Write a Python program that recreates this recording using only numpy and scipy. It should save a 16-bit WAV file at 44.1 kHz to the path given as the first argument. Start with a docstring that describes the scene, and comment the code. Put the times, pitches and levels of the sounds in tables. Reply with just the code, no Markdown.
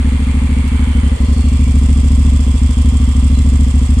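"""Outdoors, a two-cylinder motorcycle idles while the microphone moves from the engine to the muffler.
The cylinders fire in an uneven pair, making the exhaust throb and boom. Now and then the
second cylinder stumbles (fires weakly); a dry tick comes with the first stumble. Gas puffs, hisses and
faintly whistles at the muffler's outlet; behind it the engine whirrs, its valves tick and its case rings."""
import sys
import numpy as np
from scipy import signal
from scipy.fft import rfft, irfft, next_fast_len
from scipy.io import wavfile

SR = 44100
rng = np.random.default_rng(int(sys.argv[2]) if len(sys.argv) > 2 else 0)


def dump(signal):
    """Clip the signal to [-1, 1] and save it as 16-bit WAV at the path in sys.argv[1]."""
    limited = np.clip(np.atleast_2d(signal).T, -1, 1)
    pcm = np.round(limited * 32767).astype(np.int16)
    wavfile.write(sys.argv[1], SR, pcm)


N = 176400
LEAD = SR // 2  # extra samples before time zero, so the exhaust is already sounding
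TIME = np.arange(-LEAD, N) / SR

# weak firings of the second cylinder: (time [s], change in strength [dB])
STUMBLES = [(.67, -3), (1.14, -11), (2.42, -4), (2.57, -10.5), (2.72, -9), (3.1, -3.5), (3.69, -5.5),
            (3.84, -7)]


def from_db(db):
    """Turn decibels into a number to multiply by."""
    return np.exp(np.asarray(db) * (np.log(10) / 20))


def rms_one(x):
    """Scale a signal so that its average power is 1."""
    return x / np.sqrt(np.mean(x ** 2) + 1e-20)


def in_time(rows):
    """Join (time, value) points with straight lines."""
    return np.interp(TIME, *np.transpose(rows))


def at_hz(points, hz):
    """Read between (frequency, value) points, giving every octave equal room."""
    frequencies, values = np.transpose(points)
    return np.interp(np.log(hz), np.log(frequencies), values)


def pan(db):
    """Left and right gains that make the left side db louder than the right."""
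    return rms_one(from_db(np.array([[db], [-db]]) / 2))


def clicks(times, heights):
    """A click at each time."""
    out, at = np.zeros(len(TIME)), np.round(times * SR).astype(int) + LEAD
    inside = (at >= 0) & (at < len(TIME))
    out[at[inside]] = heights[inside]
    return out + 1e-18


def swell(peak_s, spread_s):
    """A bell-shaped rise and fall."""
    return np.exp(-.5 * np.minimum(((TIME - peak_s) / spread_s) ** 2, 60))


def smooth(x, seconds):
    """Blur quick changes, which dulls a sound."""
    r = np.exp(-1 / (seconds * SR))
    return signal.lfilter([1 - r], [1, -r], x)


def band(x, edges_hz):
    """Keep the sound between two frequencies."""
    return signal.sosfilt(signal.butter(2, edges_hz, "band", fs=SR, output="sos"), x)


def ring(x, hz, fade_s):
    """Each click starts a tone that fades by 60 dB in fade_s."""
    r, w = np.exp(-np.log(1000) / (fade_s * SR)), 2 * np.pi * hz / SR
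    return signal.lfilter([0, r * np.sin(w)], [1, -2 * r * np.cos(w), r * r], x)


def wide_noise(spectrum, balance):
    """Stereo noise with its own level and direction at each frequency, thinned below 260 Hz."""
    # how alike left and right are: (frequency [Hz], likeness [0 to 1])
    likeness = [(300, 0.4), (600, 0), (1100, 0.48), (2500, 0), (8000, 0), (13000, 0.083)]
    size = next_fast_len(len(TIME))
    hz = np.maximum(np.arange(size // 2 + 1) * SR / size, 1)
    mid, side = rfft(rng.standard_normal((2, size)))
    alike = at_hz(likeness, hz)
    stereo = np.sqrt(1 + alike) * mid + np.sqrt(1 - alike) * side * [[1], [-1]]
    lean = from_db(at_hz(balance, hz) * [[1], [-1]] / 2)
    gain = from_db(at_hz(spectrum, hz)) * lean / np.hypot(*lean) / (1 + (260 / hz) ** 4)
    return rms_one(irfft(gain * stereo, size)[:, :len(TIME)])


def narrow_noise(hz, width_hz, balance_db, size=len(TIME)):
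    """Noise that rings around one pitch, reaching left and right by separate paths."""
    edges = hz * np.exp(np.array([-.5, .5]) * width_hz / hz)
    return pan(balance_db) * rms_one(band(rng.random((2, size)) - .5, edges))


def nearer(far_db):
    """Gain as the microphone moves: 1 at the outlet, changed by far_db beside the engine."""
    # the microphone's path: (time [s], closeness [0 beside the engine, 1 at the outlet])
    closeness = [(0, 0.29), (.6, 0.3), (1.15, 0.47), (1.55, 0.86), (2.1, 1.0), (3.3, 0.94), (4, 0.96)]
    return from_db(far_db * (1 - in_time(closeness)))


def cycle_times(offset, count=1):
    """Times of count evenly spaced events per engine cycle, delayed by offset cycles."""
    # the wandering idle: (time [s], speed [turns per minute])
    speed = [(0.0, 1635.0), (0.36, 1605.0), (0.62, 1611.0), (0.67, 1575.0), (0.9, 1529.0), (1.14, 1377.0),
             (1.28, 1499.0), (1.46, 1570.0), (1.81, 1653.0), (2.08, 1652.0), (2.31, 1679.0), (2.52, 1601.0),
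             (2.82, 1544.0), (3.0, 1579.0), (3.33, 1631.0), (3.55, 1649.0), (3.76, 1608.0), (4.0, 1512.0)]
    cycles = np.cumsum(in_time(speed)) / (120 * SR)  # one cycle takes two turns
    cycles = cycles - cycles[LEAD] + .375 - offset  # time zero falls partway through a cycle
    return np.interp(np.arange(np.ceil(cycles[0]), cycles[-1], 1 / count), cycles, TIME)


def firings():
    """(times, strengths) for each cylinder; the second is weaker, less regular and stumbles."""
    first, second = cycle_times(offset=0), cycle_times(offset=.365)
    second = second + rng.normal(0, .00034, len(second))
    second_db = np.full(len(second), -1.0)
    for s, db in STUMBLES:
        second_db[np.argmin(abs(second - s))] += db
    return [(times, from_db(db + rng.normal(0, .55, len(times))))
            for times, db in ((first, 0), (second, second_db))]


def exhaust(cylinders):
    """The firings' pressure pulses throb and ring the pipe; close up, the gas buffets the microphone."""
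    # the exhaust's low tones, a deep throb at the firing rate and then the pipe's boom:
    # (pitch [Hz], relative level at the outlet [dB], time to fade 60 dB [s], change beside the engine [dB])
    low_tones = [(26.6, -25, .25, 6.5), (46.74, -6.5, .28, -8), (73.32, -0.74, 0.18, -4),
                 (96.4, -22, 0.47, -2), (119, -15, 0.33, -8.5), (160.8, -16.5, 0.2, -2),
                 (240.1, 3, 0.053, -0.5), (271.6, -2.5, 0.052, -2)]
    # which way each tone swings first: (sign [+1 or -1])
    signs = [1, 1, -1, -1, -1, -1, -1, 1]
    rise_s, fall_s = .00084, .03  # the valve opens quickly, the pressure drains slowly
    kicks = sum(clicks(times, strengths) for times, strengths in cylinders)
    pulses = smooth(smooth(kicks - smooth(kicks, fall_s), rise_s), rise_s)
    rumble = sum(sign * from_db(db) * nearer(far_db) * ring(pulses, hz, fade_s)
                 for (hz, db, fade_s, far_db), sign in zip(low_tones, signs))
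    buffet = band(rumble ** 2, edges_hz=[30.5, 170])
    sound = from_db(.5) * rumble + from_db(-10) * nearer(far_db=-7) * buffet
    lag_s = .00022  # the sound reaches the left side first
    return np.array([np.interp(TIME + side * lag_s / 2, TIME, sound) for side in (1, -1)])


def chuff(cylinders):
    """A soft hollow knock follows each firing of the first cylinder."""
    delay_s, soften_s = .01267, .00056
    times, strengths = cylinders[0]
    knocks = clicks(times + delay_s, strengths * from_db(rng.normal(0, 1.5, len(times))))
    softened = smooth(smooth(knocks, soften_s), soften_s)
    return from_db(-12) * nearer(far_db=-1.5) * pan(db=5) * ring(softened, hz=478, fade_s=.02)


def gas_flow(cylinders):
    """Gas leaves in a steady stream, with two puffs after each firing and a gasp after a stumble."""
    # puffs: (delay [s], spread in time [s], first cylinder's level [dB], second cylinder's level [dB])
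    puffs = [(0.0176, 0.0026, 0, .5), (0.0257, 0.0026, -16, -2)]
    flow = .3  # the part that never stops
    second_times, _ = cylinders[1]
    for s, db in STUMBLES:
        weak_firing_s = second_times[np.argmin(abs(second_times - s))]
        flow += from_db(1.5) * (1 - from_db(db)) * swell(weak_firing_s + .011, spread_s=.0054)
    for delay_s, spread_s, *levels_db in puffs:
        shape = np.exp(-.5 * (np.arange(-1000, 1001) / (spread_s * SR)) ** 2)
        peaks = sum(clicks(times + delay_s + rng.normal(0, .0014, len(times)),
                           np.sqrt(strengths) * from_db(db + rng.normal(0, 2.6, len(times))))
                    for (times, strengths), db in zip(cylinders, levels_db))
        flow += signal.fftconvolve(peaks, shape, "same")
    return flow


def outlet_hiss(cylinders):
    """The puffing gas hisses and stirs up high, breathy tones in the outlet."""
    # tone colour of the hiss: (frequency [Hz], relative level [dB])
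    hiss = [(500, -9), (1100, -2.5), (1700, -15), (3200, -3.5), (4200, -7), (5400, -5), (6300, -8.5),
            (7300, -2.5), (8500, -1.5), (9400, -6), (10700, -19), (15000, -31)]
    # the outlet's tones: (pitch [Hz], width [Hz], relative level [dB], left minus right [dB])
    outlet_tones = [(7120, 54, -46, -14), (7570, 210, -40.5, -28), (8070, 360, -41, -11)]
    # direction of the hiss: (frequency [Hz], left minus right [dB])
    balance = [(1000, 11), (4000, -7.5), (8000, -24), (9500, 15)]
    flow = gas_flow(cylinders)
    jet = from_db(-37) * wide_noise(hiss, balance)
    tones = sum(from_db(db) * narrow_noise(hz, width, lean) for hz, width, db, lean in outlet_tones)
    return nearer(far_db=-12) * (flow * jet + smooth(flow, seconds=.0013) * tones)


def engine_whirr():
    """Chain and gears whirr, roughened by valve ticks; the muffler shades them as the microphone passes."""
    # tone colour beside the engine and behind the muffler: (frequency [Hz], relative level [dB])
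    beside_colour = [(380, -1.5), (494, -2.5), (668, -11), (856, -5), (1080, -6.5), (1550, -12), (2120, -6),
                     (2790, -13.5), (3080, -11), (3780, -16.5), (4400, -15), (5260, -25.5), (7020, -19.5),
                     (9120, -14), (10400, -29), (15000, -44)]
    behind_colour = [(380, 0), (500, -0.5), (650, -5), (850, -6.5), (1100, -4.5), (1550, -12.5), (2150, -6),
                     (2700, -13), (3300, -6.5), (3800, -15), (4500, -12.5), (6300, -15), (7600, -12),
                     (9000, -11.5), (10800, -27.5), (15000, -36)]
    # direction at the same two spots: (frequency [Hz], left minus right [dB])
    beside_balance = [(60, 0.0), (110, 0.0), (210, -11), (400, 2), (760, 4.5), (1440, -4), (2730, 1),
                      (5150, -0.5), (9730, 0.5)]
    behind_balance = [(60, 0.0), (110, 0.0), (210, 2), (400, -1.5), (760, 4), (1440, -0.5), (2730, -3),
                      (5150, -3.5), (9730, -7)]
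    tick_s, pass_at_s, blend_s = .0028, 1.2, .17
    times = cycle_times(offset=0, count=8)
    ticks = clicks(times + rng.normal(0, .001, len(times)), from_db(rng.normal(-1, 2, len(times))))
    ticking = rms_one(1 + smooth(ticks, tick_s) * tick_s * SR)
    passed = .5 + .5 * np.tanh((TIME - pass_at_s) / blend_s)
    beside = from_db(-33) * wide_noise(beside_colour, beside_balance)
    behind = from_db(-35.5) * wide_noise(behind_colour, behind_balance)
    return ticking * (np.sqrt(1 - passed) * beside + np.sqrt(passed) * behind)


def casing():
    """The engine's case rings steadily, and single pitches swell and fade as the microphone moves."""
    # steady ringing: (pitch [Hz], width [Hz], level [dB], left minus right [dB])
    tones = [(491, 42, -49.5, 1.5), (751.6, 43, -53, -3), (1013, 70, -47.5, 10), (1168, 81, -48, -7.5),
             (2073, 89, -50.5, 4), (2373, 150, -51, -1.5), (2648, 60, -51.5, 4), (2790, 49, -50, -4),
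             (3175, 102, -50.5, -7), (3420, 113, -48, 1.5)]
    # passing bands of whirr: (peak time [s], spread [s], pitch [Hz], width [Hz], peak level [dB],
    # left minus right [dB])
    swells = [(.3, 0.18, 2380, 130, -43, -1), (.3, .14, 2140, 119, -45, 2),
              (.7, 0.24, 2220, 191, -39.5, -7), (.85, .2, 925, 170, -45.5, 12),
              (0.881, 0.19, 1420, 350, -41.5, -9), (0.961, 0.17, 3087, 129, -41, -14),
              (1.1, .14, 2000, 130, -44.5, 5), (1.25, 0.22, 442, 203, -36, 3),
              (1.38, 0.14, 4370, 260, -45, 1), (1.501, 0.087, 2790, 109, -45.5, 8),
              (1.64, 0.11, 2340, 170, -40, -10), (2.85, 0.33, 3240, 380, -43, -12),
              (2.95, .2, 1045, 260, -43.5, 2), (3.37, 0.024, 4070, 150, -43, -12)]
    out = sum(from_db(db) * narrow_noise(hz, width, lean) for hz, width, db, lean in tones)
    for peak_s, spread_s, hz, width, db, lean in swells:
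        start = int(np.clip(peak_s * SR, 0, len(TIME) - SR))
        span = slice(start, start + SR)  # one second around the peak, since TIME starts at -0.5 s
        out[:, span] += from_db(db) * swell(peak_s, spread_s)[span] * narrow_noise(hz, width, lean, SR)
    return out


def whistle():
    """A faint, thin whistle at the outlet, heard on the right."""
    width_hz = 14
    tone = ring(rng.standard_normal(len(TIME)), hz=5040, fade_s=np.log(1000) / (np.pi * width_hz))
    return from_db(-53) * nearer(far_db=-18) * pan(db=-27) * rms_one(tone)


def stumble_tick():
    """One dry, bright tick comes with the first stumble."""
    start_s, decay_s = .6777, .003
    fade = (TIME >= start_s) * np.exp(-np.minimum(abs(TIME - start_s) / decay_s, 20))
    burst = fade * rng.standard_normal((2, len(TIME)))
    return from_db(-26) * band(burst, edges_hz=[3500, 10100])


def scene():
    """The idling motorcycle, already running at the start."""
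    cylinders = firings()
    pulsing = exhaust(cylinders) + chuff(cylinders) + outlet_hiss(cylinders)
    return (pulsing + engine_whirr() + casing() + whistle() + stumble_tick())[:, LEAD:]


def record(dry):
    """The microphone loses the deepest rumble and the highest treble."""
    low_hz, top_hz = 8, 16748
    thinned = signal.sosfilt(signal.butter(1, low_hz, "high", fs=SR, output="sos"), dry)
    return signal.sosfilt(signal.cheby2(12, 70, top_hz, fs=SR, output="sos"), thinned)


dry = scene()
out = record(dry)
dump(out)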